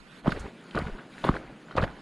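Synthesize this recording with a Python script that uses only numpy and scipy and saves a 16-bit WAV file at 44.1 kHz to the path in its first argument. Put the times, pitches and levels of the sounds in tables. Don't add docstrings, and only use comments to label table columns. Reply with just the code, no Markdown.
import sys
import numpy as np
from scipy import signal
from scipy.fft import rfft, irfft
from scipy.io import wavfile
from scipy.ndimage import uniform_filter1d

SR = 44100
rng = np.random.default_rng(int(sys.argv[2]) if len(sys.argv) > 2 else 0)


def transcribe(signal):
    frames = np.atleast_2d(signal).T
    limited = np.clip(frames, -1, 1)
    pcm = np.round(limited * 32767).astype(np.int16)
    wavfile.write(sys.argv[1], SR, pcm)


def volts_from_db(level):
    exponent = np.asarray(level, float) / 20
    return 10 ** exponent


N = 88729
T = np.arange(N) / SR

# time in seconds, level in dB.
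CLOTH_SWING = [(0, -57), (.1, -54.5), (.195, -50), (.225, -60.5), (.3, -46), (.42, -50), (.54, -56),
               (.7, -54), (.8, -48.5), (1., -56.5), (1.08, -56), (1.2, -47.5), (1.36, -50), (1.42, -58),
               (1.62, -55.5), (1.72, -56), (1.85, -56.5), (2.02, -55)]
# time in seconds, level of the side in dB.
STEREO_WIDTH = [(0, 1), (.25, -7), (.33, -9), (.55, -24.5), (.7, -31), (1.2, -52), (1.62, -41), (1.8, -13),
                (2.02, -7.5)]


def curve(points):
    s, db = np.transpose(points)
    return volts_from_db(np.interp(T, s, db, -120, -120))


def evened(x):
    return x / np.sqrt(np.mean(x ** 2) + 1e-20)


def butter(x, order, hz, kind="low"):
    return signal.sosfilt(signal.butter(order, hz, kind, fs=SR, output="sos"), x)


def colour(x, points):
    hz = np.fft.rfftfreq(N, 1 / SR)
    f, db = np.transpose(points)
    gain_db = np.interp(np.log(hz + 1), np.log(f + 1), db, right=-90)
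    return irfft(rfft(x) * volts_from_db(gain_db), N)


def patchy(x, patchy_db):
    z = signal.stft(x, nperseg=512)[2]
    patch = uniform_filter1d(rng.standard_normal(z.shape), size=6, axis=0)
    patch = evened(uniform_filter1d(patch, size=5, axis=1))
    return evened(signal.istft(z * volts_from_db(patchy_db * patch), nperseg=512)[1][:N])


def ring(x, hz, width):
    r = np.exp(-np.pi * width * hz / SR)
    turn = 2 * np.pi * min(hz, SR / 3) / SR
    return evened(signal.lfilter([1, 0, -1], [1, -2 * r * np.cos(turn), r * r], x))


def bursts(rows, wander, fizz):
    out, t = np.zeros(N), np.arange(2600) / SR
    for s, db, hz, ring_s in rows:
        shape = (1 - np.exp(-t * hz / 0.22)) ** 2 * volts_from_db(-20 * t / max(ring_s, .002))
        drift = evened(uniform_filter1d(rng.standard_normal(len(t)), size=int(SR / hz) + 1))
        phase = 2 * np.pi * np.cumsum(hz * (1 + wander * drift)) / SR
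        tone = evened(shape * np.sin(phase))
        crackle = ring(shape * rng.standard_normal(len(t)), hz, .8)
        crackle = ring(ring(crackle, hz, 1.1), hz, 2.2)
        sound = ring(tone, hz, .9) + fizz * crackle
        part = out[round(s * SR):][:len(t)]
        part += volts_from_db(db) * (sound / abs(sound).max())[:len(part)]
    return out


def heel_thumps():
    # time of the crest in seconds, peak in dB, pitch in Hz with the sign of the push,
    # rebound length in cycles.
    swings = [(0.2813, -7.5, 212, 0.64), (0.287, -19.5, 152, 0.42), (0.326, -26.5, 198, 1),
              (0.363, -33, 73, .5), (.386, -34, 45, 0.63), (.411, -33, -68, 0.54), (.455, -38, 53, .6),
              (0.7584, -19.5, 182, 0.68), (0.771, -25, 120, 0.48), (0.793, -31, 118, 0.73),
              (0.809, -28, -100, 0.7), (0.822, -23.5, -150, 0.65), (.845, -32, -51, 0.37),
              (0.868, -28.5, 118, 0.29), (0.925, -29.5, -24, 0.63), (1.249, -23, 295, .5),
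              (1.2956, -9, 182, 0.6), (1.301, -24, -48, 0.3), (1.311, -22.5, 69, 0.21),
              (1.337, -25, -161, 0.26), (1.7545, -25, 236, 0.93), (1.765, -29.5, -78, 0.42),
              (1.782, -20, -120, 0.76), (1.7918, -26, -150, 0.25), (1.809, -22, -73, 0.72),
              (1.832, -15.5, -130, .4), (1.8347, -17, 82, 0.19), (1.851, -28.5, -100, 0.69)]
    dip_cycles, lean_rad = 0.38, 0.081
    out = np.zeros(N)
    for s, db, hz, rebound_cycles in swings:
        cycles = (T - s) * abs(hz)
        fade = np.exp(-(cycles / np.where(cycles < 0, dip_cycles, rebound_cycles)) ** 2)
        out += volts_from_db(db) * np.sign(hz) * np.cos(2 * np.pi * cycles + lean_rad) * fade
    return out


def knocks():
    # time in seconds, peak in dB, pitch in
    # Hz, ring in seconds.
    knock_events = [(.246, -34, 595, 0.0057), (.264, -23, 667, 0.0034), (.270, -19.5, 944, 0.0083),
                    (.276, -21.5, 1120, 0.005), (.292, -26, 1180, 0.0049), (.320, -20, 1437, 0.011),
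                    (.362, -36, 1990, 0.024), (.7483, -23.5, 1220, 0.0036), (.7635, -19.5, 675, 0.0038),
                    (.7743, -17.5, 1070, 0.0019), (.7778, -19, 1135, 0.0048), (.776, -21.5, 474, 0.0056),
                    (.788, -23.5, 580, 0.006), (.986, -40, 1584, 0.053), (1.181, -31.5, 1630, 0.0032),
                    (1.241, -17.5, 870, 0.0044), (1.248, -14.5, 530, 0.0035), (1.269, -25, 646, 0.01),
                    (1.289, -11, 1120, 0.0068), (1.290, -13, 390, 0.0023), (1.315, -26.5, 1240, 0.0023),
                    (1.340, -32, 392, 0.0059), (1.366, -25, 1500, 0.0036),
                    (1.71, -31.5, 1316, 0.0066), (1.725, -36, 1420, 0.0055), (1.753, -25, 646, 0.0037),
            (1.767, -27, 920, 0.014), (1.777, -15.5, 1030, 0.0013), (1.7812, -12, 1240, 0.0055),
            (1.7796, -15.5, 423, 0.012), (1.787, -22, 1040, 0.012), (1.799, -26, 1420, 0.005),
            (1.8234, -20, 1100, 0.0026), (1.838, -23.5, 1510, 0.013), (1.877, -31, 1490, 0.01),
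                    (.259, -20.5, 560, 0.0023), (.2765, -16.5, 720, 0.0016), (0.304, -38, 1920, .012),
              (0.333, -47, 1910, 0.0044), (.367, -40.5, 460, 0.024), (0.798, -30, 1200, 0.0039),
              (.815, -34.5, 1860, .006), (.821, -33, 1300, .005), (.853, -34, 980, 0.006),
              (0.869, -32, 1510, 0.01), (.883, -34.5, 1350, .005), (1.237, -27.5, 514, 0.0048),
              (1.259, -34, 690, .005), (1.260, -49, 2090, 0.0036), (1.274, -28, 810, .006),
              (1.281, -31, 514, 0.0029), (1.308, -35, 1270, 0.0038), (1.341, -27.5, 1320, 0.0034),
              (1.753, -39, 1500, 0.0025), (1.771, -22, 580, 0.0071), (1.794, -26, 700, 0.0075),
              (1.805, -27, 1240, 0.0046), (1.827, -23, 1700, .004), (1.85, -41, 1940, 0.0037)]
    return bursts(knock_events, wander=.18, fizz=.45)


def grit_snaps():
    # time in seconds, peak in dB, pitch in Hz, ring in seconds.
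    snaps = [(.277, -32.5, 3165, 0.014), (.294, -54, 3600, 0.0093), (.305, -36, 3930, 0.035),
             (.319, -32.5, 3390, 0.0095), (.395, -39, 6410, 0.03), (.709, -38.5, 2910, 0.012),
             (.753, -37, 3980, 0.0084), (.787, -33.5, 3920, 0.0099), (.788, -37.5, 11000, 0.0045),
             (1.2405, -27, 2990, 0.0097), (1.249, -40.5, 11420, 0.017), (1.270, -34.5, 3030, 0.006),
             (1.715, -43, 3300, 0.0089), (1.766, -29.5, 4150, 0.005), (1.778, -33.5, 2870, 0.01),
             (.765, -32.5, 2940, 0.0058), (1.826, -51, 11100, 0.049), (1.837, -32, 3040, 0.013),
             (.195, -54, 9200, .004), (.247, -58, 9400, 0.0053), (.277, -49, 9600, 0.0051),
             (0.293, -44, 9000, 0.0048), (0.321, -42, 11160, 0.0054), (0.401, -49, 11300, .02),
             (.611, -52, 7500, 0.0057), (.640, -50, 6900, .004), (.754, -52, 5930, .01),
             (.920, -63, 7700, .004), (1.187, -49, 6800, 0.009), (1.249, -38, 3350, .005),
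             (1.539, -65, 7750, .004), (1.624, -66, 9600, 0.0037), (1.772, -33, 3510, 0.015),
             (1.778, -57, 12900, .012), (1.814, -36.5, 3800, 0.037), (1.839, -47, 12500, .01),
             (1.877, -55, 4600, 0.0036), (1.969, -72, 8650, .004)]
    return bursts(snaps, wander=.25, fizz=.55)


def grit_crunch():
    # time in seconds, level in dB.
    presses = [
        [(.236, -50), (.25, -43.5), (.27, -31.5), (.3, -35.5), (.34, -43.5), (.37, -38), (.41, -51.5),
         (.46, -41.5), (.52, -56.5)],
        [(.746, -48), (.751, -30.5), (.79, -32.5), (.83, -39.5), (.872, -38), (.92, -44.5), (1., -46.5),
         (1.07, -55.5)],
        [(1.232, -70), (1.243, -29.5), (1.285, -26), (1.32, -42.5), (1.36, -33), (1.39, -42), (1.5, -47),
         (1.6, -64)],
        [(1.68, -47), (1.745, -52), (1.78, -27), (1.815, -36.5), (1.842, -26), (1.86, -40), (1.89, -40.5),
         (2.02, -52.5)],
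    ]
    # frequency in Hz, level in dB per Hz.
    grit_tone = [(60, -12), (190, -3), (400, -6.5), (1000, -12), (2100, -20.5), (4500, -33.5),
                 (10500, -52.5), (15500, -42)]
    grains_per_s, spread_db, grain_octaves = 480, 3.5, 0.4
    hz = np.fft.rfftfreq(N, 1 / SR) + 1
    spectrum = 0
    for centre_hz in np.geomspace(120, 13000, num=12):
        per_s = grains_per_s * (.5 + centre_hz / 1500) ** .8
        cracks = rng.random(N) < per_s / SR
        size = volts_from_db(spread_db * np.minimum(rng.exponential(1, N), 4)) * cracks
        clicks = evened(size * rng.choice([-1., 1.], N))
        band = np.exp(-(np.log2(hz / centre_hz) / grain_octaves) ** 2 / 2)
        spectrum = spectrum + rfft(clicks) * band
    crunch = patchy(colour(irfft(spectrum, N), grit_tone), patchy_db=3.0)
    return crunch * sum(curve(step) for step in presses)


def strap_rumble():
    # time in seconds, level in dB.
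    sway = [(0, -46), (.05, -68), (.2, -72), (.27, -41), (.4, -39), (.47, -48), (.53, -88), (.71, -81),
            (.78, -40.5), (.95, -48), (1.05, -94), (1.22, -59), (1.33, -37), (1.44, -62), (1.49, -50),
            (1.65, -92), (1.82, -37), (2.01, -64)]
    low = butter(rng.standard_normal(N), 4, [18, 62], "band")
    low = low / uniform_filter1d(abs(signal.hilbert(low)), size=1500)
    return curve(sway) * evened(low)


def cloth_swish():
    # frequency in Hz, level in dB per Hz.
    cloth_tone = [(300, -9), (530, -7), (880, -9), (1410, -5), (4000, -13), (9540, -25.5), (15500, -33)]
    return curve(CLOTH_SWING) * patchy(colour(rng.standard_normal(N), cloth_tone), patchy_db=2.5)


def forest_hush():
    # frequency in Hz, level in dB per Hz.
    hush_tone = [(18, -57), (30, -13), (95, -106), (127, -0.5), (191, 5.5), (1560, -19.5), (3000, -21),
                 (3900, -76), (6600, -120)]
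    level_db, wide_db = -49.5, -6.5
    hush = patchy(colour(rng.standard_normal(N), hush_tone), patchy_db=0.94)
    return volts_from_db(level_db + wide_db * curve(STEREO_WIDTH)) * hush


def stereo_side(mid):
    # frequency in Hz, level in dB.
    side_tone = [(500, -17.5), (1300, 4), (3000, -5), (15000, 10.5)]
    smear_s, bass_lag_s, bass_db, top_db = 0.0048, .045, -11.5, -21
    lean = 0.17
    smear = rng.standard_normal(4000) * volts_from_db(-20 * np.arange(4000) / SR / smear_s)
    blur = signal.oaconvolve(mid, smear / np.linalg.norm(smear))[:N]
    late_bass = np.roll(butter(mid, 2, 300), round(bass_lag_s * SR))
    tilted = colour((1 - lean) * blur - lean * mid, side_tone)
    side = curve(STEREO_WIDTH) * (tilted + volts_from_db(bass_db) * late_bass)
    return side + volts_from_db(top_db) * butter(blur, 4, 4500, "high")


def scene():
    mid = heel_thumps() + knocks() + grit_snaps() + grit_crunch()
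    mid = mid + strap_rumble() + cloth_swish() + forest_hush()
    side = stereo_side(mid)
    return np.array([mid + side, mid - side])


def low_pass(x):
    return signal.sosfilt(signal.butter(12, 15610, fs=SR, output="sos"), x)


def record(dry):
    # frequency in Hz, width in Hz, level in dB.
    housing = [(1460, 44, 5), (5920, 1800, -7), (6700, 560, 3.5), (8000, 1600, -3), (9330, 330, 6),
               (9170, 690, -4)]
    # frequency in Hz, level in dB.
    roll_off = [(20, -1), (10300, -0.5), (11500, -15), (14500, -21), (15600, -37)]
    hiss_db = -28
    hz = np.fft.rfftfreq(N, 1 / SR)
    tone = volts_from_db(sum(db / (1 + (2 * (hz - f) / w) ** 2) for f, w, db in housing))
    heard = np.array([colour(x, roll_off) for x in irfft(rfft(dry) * tone, N)])
    hiss = butter(rng.standard_normal(dry.shape), 3, [10000, 14000], "band")
    return low_pass(heard + volts_from_db(hiss_db) * curve(CLOTH_SWING) * hiss)


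dry = scene()
out = record(dry)
transcribe(out)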